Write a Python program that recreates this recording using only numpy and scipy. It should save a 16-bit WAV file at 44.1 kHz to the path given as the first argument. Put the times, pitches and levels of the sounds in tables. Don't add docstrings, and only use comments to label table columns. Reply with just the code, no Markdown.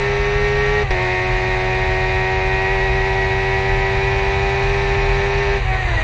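import sys
import numpy as np
from scipy import signal
from scipy.fft import rfft, irfft, next_fast_len
from scipy.io import wavfile
from scipy.ndimage import uniform_filter1d

SR = 44100
rng = np.random.default_rng(int(sys.argv[2]) if len(sys.argv) > 2 else 0)


def boost_factor(decibels):
    exponent = np.asarray(decibels, float) / 20
    return 10 ** exponent


def bounce(signal):
    frames = np.transpose(np.atleast_2d(signal))
    limited = np.clip(frames, -1, 1)
    pcm = np.round(limited * 32767).astype(np.int16)
    wavfile.write(sys.argv[1], SR, pcm)


N = 265923
T = np.arange(N) / SR


def unit(x):
    return x / np.sqrt(np.mean(x ** 2))


def colour(db_of_hz):
    size = next_fast_len(N)
    hz = np.maximum(np.arange(size // 2 + 1) * SR / size, 1)
    return unit(irfft(rfft(rng.standard_normal(size)) * boost_factor(db_of_hz(hz)), size)[:N])


def shape(table, hz):
    f, db = np.transpose(table)
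    return np.interp(np.log(hz), np.log(f), db, left=-90, right=-90)


def bell(s, length):
    return np.exp(-((T - s) / length) ** 2)


def walk(rate):
    steps = np.repeat(rng.standard_normal(int(T[-1] * rate) + 2), 8)
    smooth = uniform_filter1d(uniform_filter1d(steps, 8), 8)
    return np.interp(T * rate * 8, np.arange(len(steps)), unit(smooth))


def tone(phase, db, wobble_db, shake):
    gain = boost_factor(db + wobble_db * (.3 * walk(5) + walk(40)))
    return np.sqrt(2) * gain * np.sin(2 * np.pi * phase + shake * walk(60))


def lift_db(table, hz):
    grid = np.arange(SR // 2)
    lift = sum(db / (1 + (2 * (grid - f) / w) ** 2) for f, w, db in table)
    return np.interp(hz, grid, lift)


# (frequency [Hz], level [dB per Hz])
WIND_RUMBLE = [(12, -26), (22, -20), (40, 0.5), (62, -3), (95, -6), (130, -12), (160, -32), (230, -32)]


def wind(db):
    wheel_hz = 38.5 + 1.2 * walk(4)
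    wheel = tone(np.cumsum(wheel_hz) / SR, -5, wobble_db=2, shake=.5)
    gusts = boost_factor(1.2 * walk(10))
    return boost_factor(db) * (gusts * colour(lambda f: shape(WIND_RUMBLE, f)) + wheel)


# (frequency [Hz], level [dB per Hz])
GAS_RUSH = [(105, -35.5), (155, -9.5), (260, -11.5), (410, -9), (910, -10), (1410, -14), (1910, -8),
            (2610, -9.5), (3310, -20.5), (4510, -21), (6010, -26.5), (7110, -33), (8310, -43.5),
            (9100, -54.5)]


def gas_db(hz):
    return shape(GAS_RUSH, hz)


# (time [s], thump level [dB], crack level [dB])
SHIFT_BANGS = [
    (.9065, -34, -20.5),
    (.914, -11, -33),
]
# (time [s], frequency [Hz], level [dB], length [s])
PANEL_RATTLE = [
    (5.63, 1908, -37, .04),
    (5.855, 2035, -32, .022),
    (5.984, 1920, -21.5, .015),
    (6.015, 1872, -30, .018),
    (5.945, 990, -31, .02),
    (5.95, 1960, -30, .02),
    (5.91, 1890, -32, .015),
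    (6.0, 790, -33, .025),
]


def knocks():
    out = np.zeros(N)
    hiss = colour(lambda f: gas_db(f) + 1.5 * np.log2(f / 2000) - 8 * (f > 6200))
    for s, thump_db, crack_db in SHIFT_BANGS:
        age = np.maximum(T - s, 0)
        out += boost_factor(thump_db) * np.exp(-age / .016) * np.sin(2 * np.pi * 42 * age)
        out += boost_factor(crack_db) * (T > s) * np.exp(-age / .008) * hiss
    for s, hz, db, length in PANEL_RATTLE:
        out += bell(s, length) * tone(hz * T, db, wobble_db=1.5, shake=.7)
    return out


def clutch(phase):
    return tone(1.292 * phase, -27.5, wobble_db=1, shake=.25)


# (time [s], cycle rate [Hz])
ENGINE_SPEED = [(0, 100.8), (.45, 102.7), (.82, 104.25), (.85, 100.3), (.89, 94.6), (.93, 93.2),
                (.965, 91.2), (1.04, 92.05), (2.6, 94.85), (3.8, 96.65), (5.54, 99.8), (5.585, 98.8),
                (5.63, 94.8), (5.66, 93.6), (5.715, 94.8), (5.8, 93.9), (5.87, 90.8), (6.03, 78)]
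# (time [s], rise [Hz], length [s])
TYRE_BUMPS = [
    (.4, .4, .07),
    (1.46, .5, .09),
    (1.74, .35, .08),
    (2.77, .85, .09),
    (3.06, .65, .09),
    (4.74, .6, .08),
    (5.44, .5, .06),
]
# (time [s], swing [Hz], swing rate [Hz], decay [s])
CHAIN_JOLTS = [
    (.7, .9, 5, .08),
    (1.0, .6, 9, .3),
    (2.71, .9, 9, .35),
    (4.7, .5, 9, .2),
    (5.4, .6, 9, .15),
]


def revs():
    hz = np.interp(T, *np.transpose(ENGINE_SPEED)) * (1 + .0007 * walk(18))
    hz = hz + sum(up * bell(s, length) for s, up, length in TYRE_BUMPS)
    for s, swing, rate, decay in CHAIN_JOLTS:
        age = np.maximum(T - s, 0)
        hz = hz + swing * np.exp(-age / decay) * np.sin(2 * np.pi * rate * age)
    return hz


# (closing time [s], closing length [s], opening time [s], opening length [s])
POWER_CUTS = [
    (.832, .01, .904, .004),
    (5.57, .045, 9, .01),
]


def power_cut():
    return sum(np.clip((T - shut) / fall, 0, 1) - np.clip((T - opens) / rise, 0, 1)
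               for shut, fall, opens, rise in POWER_CUTS)


# (time [s], swell [dB], length [s])
AFTERFIRE_SWELLS = [
    (.848, 3, .012),
    (.895, -4, .02),
    (5.745, 6.5, .04),
    (5.925, 3.5, .04),
    (6.03, -5, .05),
]


def firing_db(hz, cut):
    afterfire = sum(db * bell(s, length) for s, db, length in AFTERFIRE_SWELLS)
    relit = T - POWER_CUTS[0][2]
    surge = .3 * (relit < 0) * (hz - 102.5)
    flare = 2.5 * (relit > 0) * np.exp(-abs(relit) / .02)
    return cut * (-4 + afterfire) + (1 - cut) * (surge + flare)


# (frequency [Hz], width [Hz], lift [dB])
BODYWORK = [(850, 160, 5), (1900, 260, 6.5), (2250, 190, 0.5), (2450, 100, 4.5), (3860, 510, 7.5),
            (5200, 75, -1), (5230, 300, -3.5), (5970, 250, 1), (5950, 155, 3), (6890, 460, 4),
            (7520, 270, -7.5), (7916, 380, 7)]


def body_db(hz):
    return lift_db(BODYWORK, hz)


def gas_noise(phase, throttle):
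    turn = 2 * np.pi * phase
    puff = 1 + .064 * np.cos(turn) + .11 * np.cos(2 * turn + 1.2) + .34 * np.cos(4 * turn + 2.55)
    gas = unit(puff * colour(lambda f: gas_db(f) + body_db(f)))
    hiss_band = signal.butter(1, [4600, 6000], "bandpass", fs=SR, output="sos")
    dull = gas - .6 * signal.sosfilt(hiss_band, gas)
    return throttle * gas + 1.31 * (1 - throttle) * dull


# (multiple of cycle rate [count], level at 97 Hz [dB],
# slope with revs [dB per Hz], level with throttle shut [dB])
FIRING_PATTERN = [(2, -44.1, 0.7, -52), (3, -49.2, -0.3, -54), (4, -24.1, 0.5, -35), (5, -39.0, 0.4, -40),
                  (6, -37.3, -0.4, -43), (7, -35.6, -0.1, -43), (8, -28.1, 0.4, -29), (9, -31.9, 1.0, -49),
                  (10, -31.9, -2.9, -41), (11, -42.2, 1.3, -44), (12, -40.4, -0.8, -37),
                  (13, -44.0, 1.0, -66), (14, -48.9, -0.3, -45), (15, -55.5, 2.1, -54),
                  (16, -43.1, 0.5, -41), (17, -44.7, -0.1, -55), (18, -38.4, 1.5, -46),
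                  (19, -43.5, -0.5, -40), (20, -32.7, -0.2, -32), (21, -38.3, -0.5, -47),
                  (22, -33.5, 0.1, -47), (23, -32.7, -1.7, -45), (24, -43.5, -1.8, -37),
                  (25, -43.9, -0.4, -61), (26, -43.5, 0.1, -43), (27, -44.7, -0.5, -46),
                  (28, -47.4, -0.9, -53), (29, -54.7, 0.3, -58), (30, -52.7, -0.8, -54)]
# (frequency [Hz], width [Hz], lift [dB])
PIPE_RESONANCES = [(294, 9, -9), (813, 35, -12), (928, 35, -14), (1168, 41, -14), (1913, 50, 5.5),
                   (1985, 35, -7.3), (2150, 96, -10.7), (2454, 80, 10.6)]


def engine(hz, roar_db, throttle, tone_db):
    phase = np.cumsum(hz) / SR
    lines = 0
    shut = 1 - throttle
    lag = .105
    pull = np.clip(hz, 92.5, 103.4)
    for k, mid_db, slope, shut_db in FIRING_PATTERN:
        lit_db = mid_db + .065 * k + slope * (pull - 97) + lift_db(PIPE_RESONANCES, k * pull)
        db = throttle * lit_db + shut * shut_db + tone_db + .6
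        if k == 2:
            db = db + .8 * np.clip(101 - hz, 1, 7)
        if k > 13:
            db = db - .7 * (np.maximum(91 - hz, 0) + shut * np.maximum(hz - 95, 0))
        rough = .35 + (0 if k == 4 else min(.25 + k / 16, 1.3))
        rough = rough * (2.6 - 1.6 * throttle)
        wander = .12 * walk(1.5)
        lines = lines + tone(k * phase + lag * k ** 2 + wander, db, wobble_db=rough, shake=.17 * rough)
    for k in range(31, 60):
        db = -56.5 + .5 * (k % 2 == 0) - .25 * (k - 31) + body_db(k * hz) - 5 * shut
        lines = lines + tone(k * phase + lag * k ** 2, db + tone_db, wobble_db=3, shake=.6)
    return lines + boost_factor(roar_db - .82) * gas_noise(phase, throttle) + clutch(phase)


# (time [s], roar level [dB], wind level [dB])
RIDE_LEVELS = [
    (0, -26.5, -25.5),
    (.8, -26.5, -25),
    (1, -26.5, -23.5),
    (2, -27.5, -25),
    (3, -27.5, -24.5),
    (4, -26.5, -22.5),
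    (5, -25.5, -23),
    (5.57, -26, -22.5),
    (6.03, -27.5, -20.5),
]


def scene():
    time, roar, gusting = np.transpose(RIDE_LEVELS)
    cut, hz = power_cut(), revs()
    braking = np.maximum(T - POWER_CUTS[1][0], 0)
    roar_db = np.interp(T, time, roar) - 5.5 * cut + 15 * braking
    wind_db = np.interp(T, time, gusting) + cut * (braking > 0) - 5.5 * bell(5.79, .036)
    motor = engine(hz, roar_db, 1 - cut, firing_db(hz, cut))
    return (wind(wind_db) + knocks() + motor)[None]


def starve(x, margin_db, tilt_db):
    hz, _, spec = signal.stft(x, SR, nperseg=2048)
    bands = spec[:1024].reshape(256, 4, -1)
    power = uniform_filter1d(np.mean(abs(bands) ** 2, axis=1), size=2, axis=1)
    around = np.exp(uniform_filter1d(np.log(np.mean(power, axis=1) + 1e-18), size=13))
    centre = hz[:1024:4] + 40
    limit_db = tilt_db * np.log2(centre / 7500) - margin_db
    limit = (around * boost_factor(2 * limit_db) * (centre > 4400))[:, None]
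    loud = np.mean(power[60:85], axis=0)
    limit = limit * (loud / np.median(loud)) ** .9
    keep = 1 / (1 + np.minimum(limit / (power + 1e-18), 10) ** 24)
    kept = (bands * keep[:, None]).reshape(1024, -1)
    return signal.istft(np.vstack([kept, spec[1024:]]), SR, nperseg=2048)[1][:N]


def top_cut(x):
    return signal.sosfilt(signal.butter(12, 8530, fs=SR, output="sos"), x)


def record(dry):
    rounded = np.tanh(1.25 * dry[0]) / 1.25
    mix = starve(rounded, margin_db=1.2, tilt_db=6)[None]
    return top_cut(mix)


dry = scene()
out = record(dry)
bounce(out)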